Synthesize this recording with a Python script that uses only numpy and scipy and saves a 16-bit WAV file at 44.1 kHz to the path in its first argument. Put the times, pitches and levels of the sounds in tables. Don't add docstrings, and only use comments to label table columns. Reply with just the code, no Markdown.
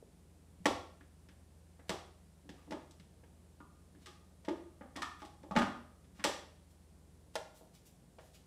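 import sys
import numpy as np
from scipy import signal
from scipy.fft import rfft, irfft
from scipy.io import wavfile
from scipy.ndimage import uniform_filter1d

SR = 44100
rng = np.random.default_rng(int(sys.argv[2]) if len(sys.argv) > 2 else 0)


def generate_wav(signal):
    frames = np.transpose(np.atleast_2d(signal))
    scaled = np.clip(frames, -1, 1) * 32767
    pcm = np.round(scaled).astype(np.int16)
    wavfile.write(sys.argv[1], SR, pcm)


def nominal_scale(level):
    x = np.asarray(level, float) / 20
    return 10 ** x


N = 373086

# pitch_hz, level_db
HUM_TONES = [(40, -82), (58.7, -70), (160, -75.5), (180, -73.5)]
# time_s, level_db
FAN_LEVEL = [(0, -80), (.25, -63), (3, -64.5), (7.3, -64.5), (7.6, -79), (8.46, -65)]
FAN_HZ = 80.2
# freq_hz, density_db_per_hz
AIR_SPECTRUM = [(20, -36), (45, -23), (90, -13), (170, -9), (230, -15), (420, -19.5), (830, -26.5),
                (1250, -32.5), (2600, -37), (6500, -38.5), (8300, -35.5), (9800, -36.5), (12500, -43.5),
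                (15500, -49.5)]
# start_s, level_db, pitch_hz, t60_ms
BOWL_KNOCKS = [(0.026, -41, 436, 46), (0.656, -19, 277, 35), (1.009, -49, 268, 84), (1.288, -48.5, 251, 74),
               (1.793, -50.5, 268, 96), (1.895, -28, 463, 25), (1.907, -35, 347, 115),
               (2.455, -48, 276, 71), (2.492, -40, 270, 85), (2.678, -44.5, 302, 110),
               (2.708, -35.5, 305, 66), (2.72, -23.5, 308, 19), (3.604, -41, 263, 38),
               (3.947, -52, 283, 53), (4.058, -53, 356, 145), (4.482, -21, 339.5, 57),
               (4.481, -24.5, 332, 120), (4.81, -38.5, 255, 78), (4.96, -36, 279.4, 200),
               (4.972, -34, 275.5, 160), (5.021, -42, 250, 67), (5.22, -38.5, 334, 34),
               (5.437, -41.5, 340, 44), (5.556, -23.5, 239.3, 270), (5.564, -16.5, 237.4, 165),
               (5.586, -21.5, 250, 27), (5.618, -23, 214, 50), (5.673, -28, 235, 35),
               (6.191, -41.5, 225, 64), (6.247, -24.5, 350, 15)]
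# pitch_ratio, level_db
SHELL_MODES = [(1.006, 4.5), (1.235, -7), (0.89, -19.5)]
# start_s, level_db, pitch_hz
TUBE_KNOCKS = [(0.6604, -17.5, 527), (0.656, -19.5, 823), (0.66, -31.5, 1440), (1.793, -48.5, 510),
               (1.895, -32, 694), (1.908, -34, 850), (2.491, -44.5, 537), (2.678, -48, 501),
               (2.708, -42, 497), (2.72, -32, 613), (3.234, -51, 514), (3.604, -47.5, 1050),
               (4.446, -52, 685), (4.481, -31, 620), (4.598, -58, 510), (4.81, -40.5, 562),
               (4.972, -36.5, 780), (5.021, -32, 1313), (5.22, -43, 818), (5.437, -43.5, 565),
               (5.51, -32, 843), (5.556, -25.5, 554), (5.564, -21.5, 893), (5.585, -33.5, 1125),
               (5.618, -31, 1037), (6.191, -49.5, 790), (6.247, -24, 588), (7.355, -24.5, 595),
               (7.611, -45, 496), (8.185, -43, 534)]
# pitch_ratio, level_db
TUBE_MODES = [(0.9445, 6), (1.356, 3.5), (0.775, -2), (1.72, -16)]
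# centre_hz, t60_s, level_db
ROOM_BANDS = [(78.6, 0.58, 2.5), (120, 0.41, -9.5), (274, 0.42, 0), (493, 0.51, -2), (986, 0.51, 2.5),
              (2000, .5, -1), (4000, 0.49, 3), (8500, 0.44, 1), (14150, 0.37, 1)]
# delay_ms, level_db
ROOM_ECHOES = [(3.6, -3), (7.9, -11), (10.5, 1), (17, -10)]
# time_s, level_db
ROOM_SHARE = [(0, -13.5), (.8, -4.5), (1.2, -7), (1.9, -5.5), (2.5, -5.5), (2.901, -4.5), (3.6, -7.5),
              (4.1, 1), (4.5, -4.5), (4.8, -2.5), (5.0, -3), (5.6, -4), (6.2, -2), (7.35, -10.5),
              (7.6, -5.5), (8.2, -6.5)]
# start_s, level_db, pitch_hz
THUDS = [(.604, -48.5, 166), (.657, -57, 172), (0.701, -46.5, 89), (1.895, -38.5, 177), (2.493, -50, 162),
         (2.999, -55, 166), (5.51, -39.5, 187), (5.565, -32.5, 170), (5.6, -46, 106)]
THUD_T60_CYCLES = 9.8
# start_s, level_db, length_ms, centre_hz
RUBS = [(0.648, -64, 9.9, 2470), (7.346, -64.5, 12, 3000), (1.885, -64, 11, 2000), (2.6, -79, 270, 1400),
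        (8.21, -73.5, 36, 3200), (4.02, -78.5, 50, 3000), (5.199, -74.5, 33, 5050), (6.176, -74, 58, 2330),
        (6.71, -77.5, 27, 6200), (7.57, -69, 54, 6700), (7.751, -69.5, 34, 4500), (7.867, -66.5, 30, 6740),
        (8.258, -76, 78, 5900), (8.348, -66.5, 36, 4000)]
# centre_hz, width_hz, gain_db
EDGE_MODES = [(1724, 650, 5), (3400, 650, 5), (5530, 2100, 4.5), (7950, 380, 6.5)]
CRACK_HZ = [600, 1800, 4200, 9000, 16000]
# start_s, body_db,
# hardness_db
EDGE_HITS = [(0.6567, -18, -2.5), (0.6594, -34, 2.5), (1.0096, -47, -19), (1.287, -46, -8),
             (1.667, -65, -28), (1.795, -47, -24), (1.8934, -27, 0.5), (2.492, -43, -2),
             (2.7085, -42.5, -0.5), (2.7227, -36.5, -6.5), (2.9099, -65.5, 13.5), (2.9985, -53, -0.5),
             (3.237, -53.5, -9), (3.6034, -49, -18), (3.9494, -58.5, -12), (4.0594, -45, 1),
             (4.4491, -46.5, -2.5), (4.485, -34, -6.5),
             (4.811, -43.5, -23), (4.957, -37, -17), (4.9623, -39, 1.5), (5.02, -30.5, -2),
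                (5.2016, -49, -5.5), (5.219, -45.5, -3.5), (5.2503, -51, 3.5), (5.432, -56.5, -2),
                (5.5114, -43, -4.5), (5.5538, -36.5, -6.5), (5.5631, -16.5, -11), (5.5715, -28, -8.5),
                (5.5866, -27, -3.5), (5.6196, -26.5, -9), (6.044, -61.5, -5), (6.196, -37.5, -13),
                (7.3549, -36, 7.5), (7.3577, -27, -8), (8.1864, -44.5, -12)]
# start_s, body_db, hardness_db, chatter_ms
LATCH_HIT = (6.2406, -21.5, 1, 5.2)
CHATTER_MS = 5.54
TOP_DB, TOP_DB_PER_HARD_DB = -3.5, 1.34
# start_s, level_db
PUSHER_MODES = [(445, -9, 0.096), (818, -7, 0.027)]
PUSHER_HITS = [(1.895, -50)]
HUB_MODES = [(1145, -4, 0.21), (1196, -2, 0.14), (1215, -4, 0.36)]
HUB_HITS = [(2.579, -67), (3.603, -55.5), (4.062, -61), (4.81, -62), (5.021, -44), (5.221, -72)]
DOME_MODES = [(653, -10, .19), (830, -3, 0.38)]
DOME_HITS = [(4.062, -71.5), (5.22, -58)]
RIM_MODES = [(1010, -17, 0.045), (1840, -10, .07)]
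RIM_HITS = [(4.958, -44), (5.021, -49.5)]
COLLAR_MODES = [(590, 4, 0.054), (800, -16, 0.063)]
COLLAR_HITS = [(5.565, -36), (5.62, -43)]
CATCH_MODES = [(510, -9.5, 0.034), (950, -6, 0.044), (1198, -4.5, 0.11), (1800, -8, 0.17), (5850, -1, 0.01),
               (7620, -4, 0.033)]
CATCH_HITS = [(6.243, -35.5)]
JAR_MODES = [(463, -1, 0.17), (620, 9.5, 0.093), (884, -11, 0.11), (1400, -2.5, 0.034)]
JAR_HITS = [(7.356, -31.5), (7.612, -64), (8.186, -54)]
# start_s, level_db
BLADE_JOLTS = [(2.7233, -60.5), (4.483, -58.5), (5.517, -65), (5.5621, -35.5)]
# pitch_hz, level_db, t60_s
BLADE_MODES = [(790, -19, .3), (1150, -16, 0.81), (1300, -16, 0.56), (1222, 3, 0.32), (1263, -6, 0.67),
               (1730, -9, 0.25)]
FLUTTER_DB = 2.5


def level(x, db):
    return x * nominal_scale(db) / np.sqrt(np.mean(x ** 2))


def band(x, hz, width_hz):
    return signal.lfilter(*signal.iirpeak(hz, hz / width_hz, SR), x)


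def add(track, start_s, sound):
    i = int(start_s * SR)
    track[i:i + len(sound)] += sound[:N - i]


def ring(modes, push_ms, length_s):
    t = np.arange(int(length_s * SR)) / SR
    y = sum(nominal_scale(db) * np.sin(2 * np.pi * hz * t) * 1000. ** (-t / t60_s) for hz, db, t60_s in modes)
    y = y * (1 - np.exp(-t * 1000 / push_ms))
    return y / np.abs(y).max()


def walk(rate_hz):
    k = int(SR / rate_hz)
    steps = np.repeat(rng.standard_normal(N // k + 1), k)
    smooth = uniform_filter1d(uniform_filter1d(steps, k), k)
    return level(smooth[:N], 0)


def hum():
    t = np.arange(N) / SR
    out = np.zeros(N)
    for hz, db in [*HUM_TONES, (FAN_HZ, np.interp(t, *np.transpose(FAN_LEVEL)))]:
        gain = 2 ** .5 * nominal_scale(db + 0.65 * walk(4.8))
        pitch_hz = hz + 0.558 * walk(3)
        out += gain * np.sin(2 * np.pi * np.cumsum(pitch_hz) / SR)
    return out


def air():
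    hz, db = np.transpose(AIR_SPECTRUM)
    bins_hz = np.arange(N // 2 + 1) * SR / N + 1
    colour = nominal_scale(np.interp(np.log(bins_hz), np.log(hz), db))
    noise = level(irfft(colour * rfft(rng.standard_normal(N)), N), -65.5)
    rumble = signal.sosfilt(signal.butter(2, 900, fs=SR, output="sos"), noise)
    return noise + rumble * (nominal_scale(0.88 * walk(3.07)) - 1)


def knocks():
    out = np.zeros(N)
    for s, db, hz, ms in BOWL_KNOCKS:
        modes = [(hz * ratio, g, ms / 1000) for ratio, g in SHELL_MODES]
        add(out, s, nominal_scale(db - 6.0) * ring(modes, 0.63, .5))
    for s, db, hz in TUBE_KNOCKS:
        modes = [(hz * ratio, g, .025) for ratio, g in TUBE_MODES]
        add(out, s, nominal_scale(db - 2.5) * ring(modes, 0.54, .1))
    return signal.sosfilt(signal.butter(3, 200, "high", fs=SR, output="sos"), out)


def tail(t, t60_s):
    fade = 1000. ** (-t / t60_s)
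    y = rfft(rng.standard_normal(len(t)) * fade, 2 * len(t))
    y = y / np.sqrt(uniform_filter1d(np.abs(y) ** 2, size=int(35 * 2 * t[-1])))
    return irfft(y)[:len(t)] * np.sqrt(np.sum(fade ** 2))


def kitchen(x):
    t = np.arange(int(.9 * SR)) / SR
    response = np.zeros(len(t))
    for hz, t60_s, db in ROOM_BANDS:
        octave = signal.butter(2, [hz / 1.6, hz * 1.5], "band", fs=SR, output="sos")
        response += nominal_scale(db - 28.5) * signal.sosfilt(octave, tail(t, t60_s))
    response *= 1 - np.exp(-t / 0.00083)
    response *= 1 + .5 * np.exp(-t / 0.073)
    for ms, db in ROOM_ECHOES:
        response[int(ms * SR / 1000)] += nominal_scale(db)
    share_db = np.interp(np.arange(N) / SR, *np.transpose(ROOM_SHARE))
    return signal.fftconvolve(x * nominal_scale(share_db), response)[:N]


def thuds():
    out = np.zeros(N)
    for s, db, hz in THUDS:
        add(out, s, nominal_scale(db) * ring([(hz, 0, THUD_T60_CYCLES / hz)], 0.78, .8))
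    return out


def rubs():
    out = np.zeros(N)
    half = 4096
    for s, db, ms, hz in RUBS:
        grains = rng.standard_normal(2 * half) ** 3
        shape = np.exp(-.5 * ((np.arange(2 * half) - half) / (ms * SR / 3000)) ** 2)
        add(out, s - half / SR, nominal_scale(db) * shape * level(band(grains, hz, 1.5 * hz), 0))
    return out


def impulse(db):
    cepstrum = irfft(db * np.log(10) / 20)
    cepstrum[1:512] *= 2
    cepstrum[513:] = 0
    return irfft(np.exp(rfft(cepstrum)))


def cracks():
    stop, chatter = np.zeros(N), np.zeros(N)
    t_ms = np.arange(1024) * 1000 / SR
    hz = np.arange(513) * SR / 1024 + 1
    lid_db = sum(db / (1 + (2 * (hz - f) / w) ** 2) for f, w, db in EDGE_MODES)
    hits = [(*row, CHATTER_MS) for row in EDGE_HITS] + [LATCH_HIT]
    for s, body, hard, ms in hits:
        top = TOP_DB + TOP_DB_PER_HARD_DB * hard
        points_db = body + np.array([3, 17, hard + 12, top + 8, top - 8])
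        y = impulse(lid_db + np.interp(np.log(hz), np.log(CRACK_HZ), points_db))
        add(stop, s, y)
        bounces = 0.13 * rng.standard_normal(1024) * np.exp(-t_ms / ms)
        add(chatter, s, np.convolve(y, bounces) - .6 * np.pad(y, (0, 1023)))
    return stop, chatter


def parts():
    out = np.zeros(N)
    struck = [(PUSHER_MODES, PUSHER_HITS), (HUB_MODES, HUB_HITS), (DOME_MODES, DOME_HITS),
              (RIM_MODES, RIM_HITS), (COLLAR_MODES, COLLAR_HITS), (CATCH_MODES, CATCH_HITS),
              (JAR_MODES, JAR_HITS)]
    for modes, hits in struck:
        for s, db in hits:
            add(out, s, nominal_scale(db) * ring(modes, 0.26, .8))
    return out


def blade():
    out = np.zeros(N)
    for s, db in BLADE_JOLTS:
        modes = [(hz, g + 3.5 * rng.standard_normal(), t60_s) for hz, g, t60_s in BLADE_MODES]
        add(out, s, nominal_scale(db - 1.5) * ring(modes, 0.97, 0.87))
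    return out * nominal_scale(FLUTTER_DB * walk(22))


def scene():
    stop, chatter = cracks()
    contacts = stop + knocks() + thuds() + rubs() + parts() + blade()
    return (contacts + chatter + kitchen(contacts) + hum() + air())[None]


def top_cut(x):
    return signal.sosfilt(signal.butter(12, 15830, fs=SR, output="sos"), x)


def record(dry):
    lowpass = signal.ellip(8, .2, 60, 15500, fs=SR, output="sos")
    mix = signal.sosfilt(lowpass, dry)
    return top_cut(mix)


dry = scene()
out = record(dry)
generate_wav(out)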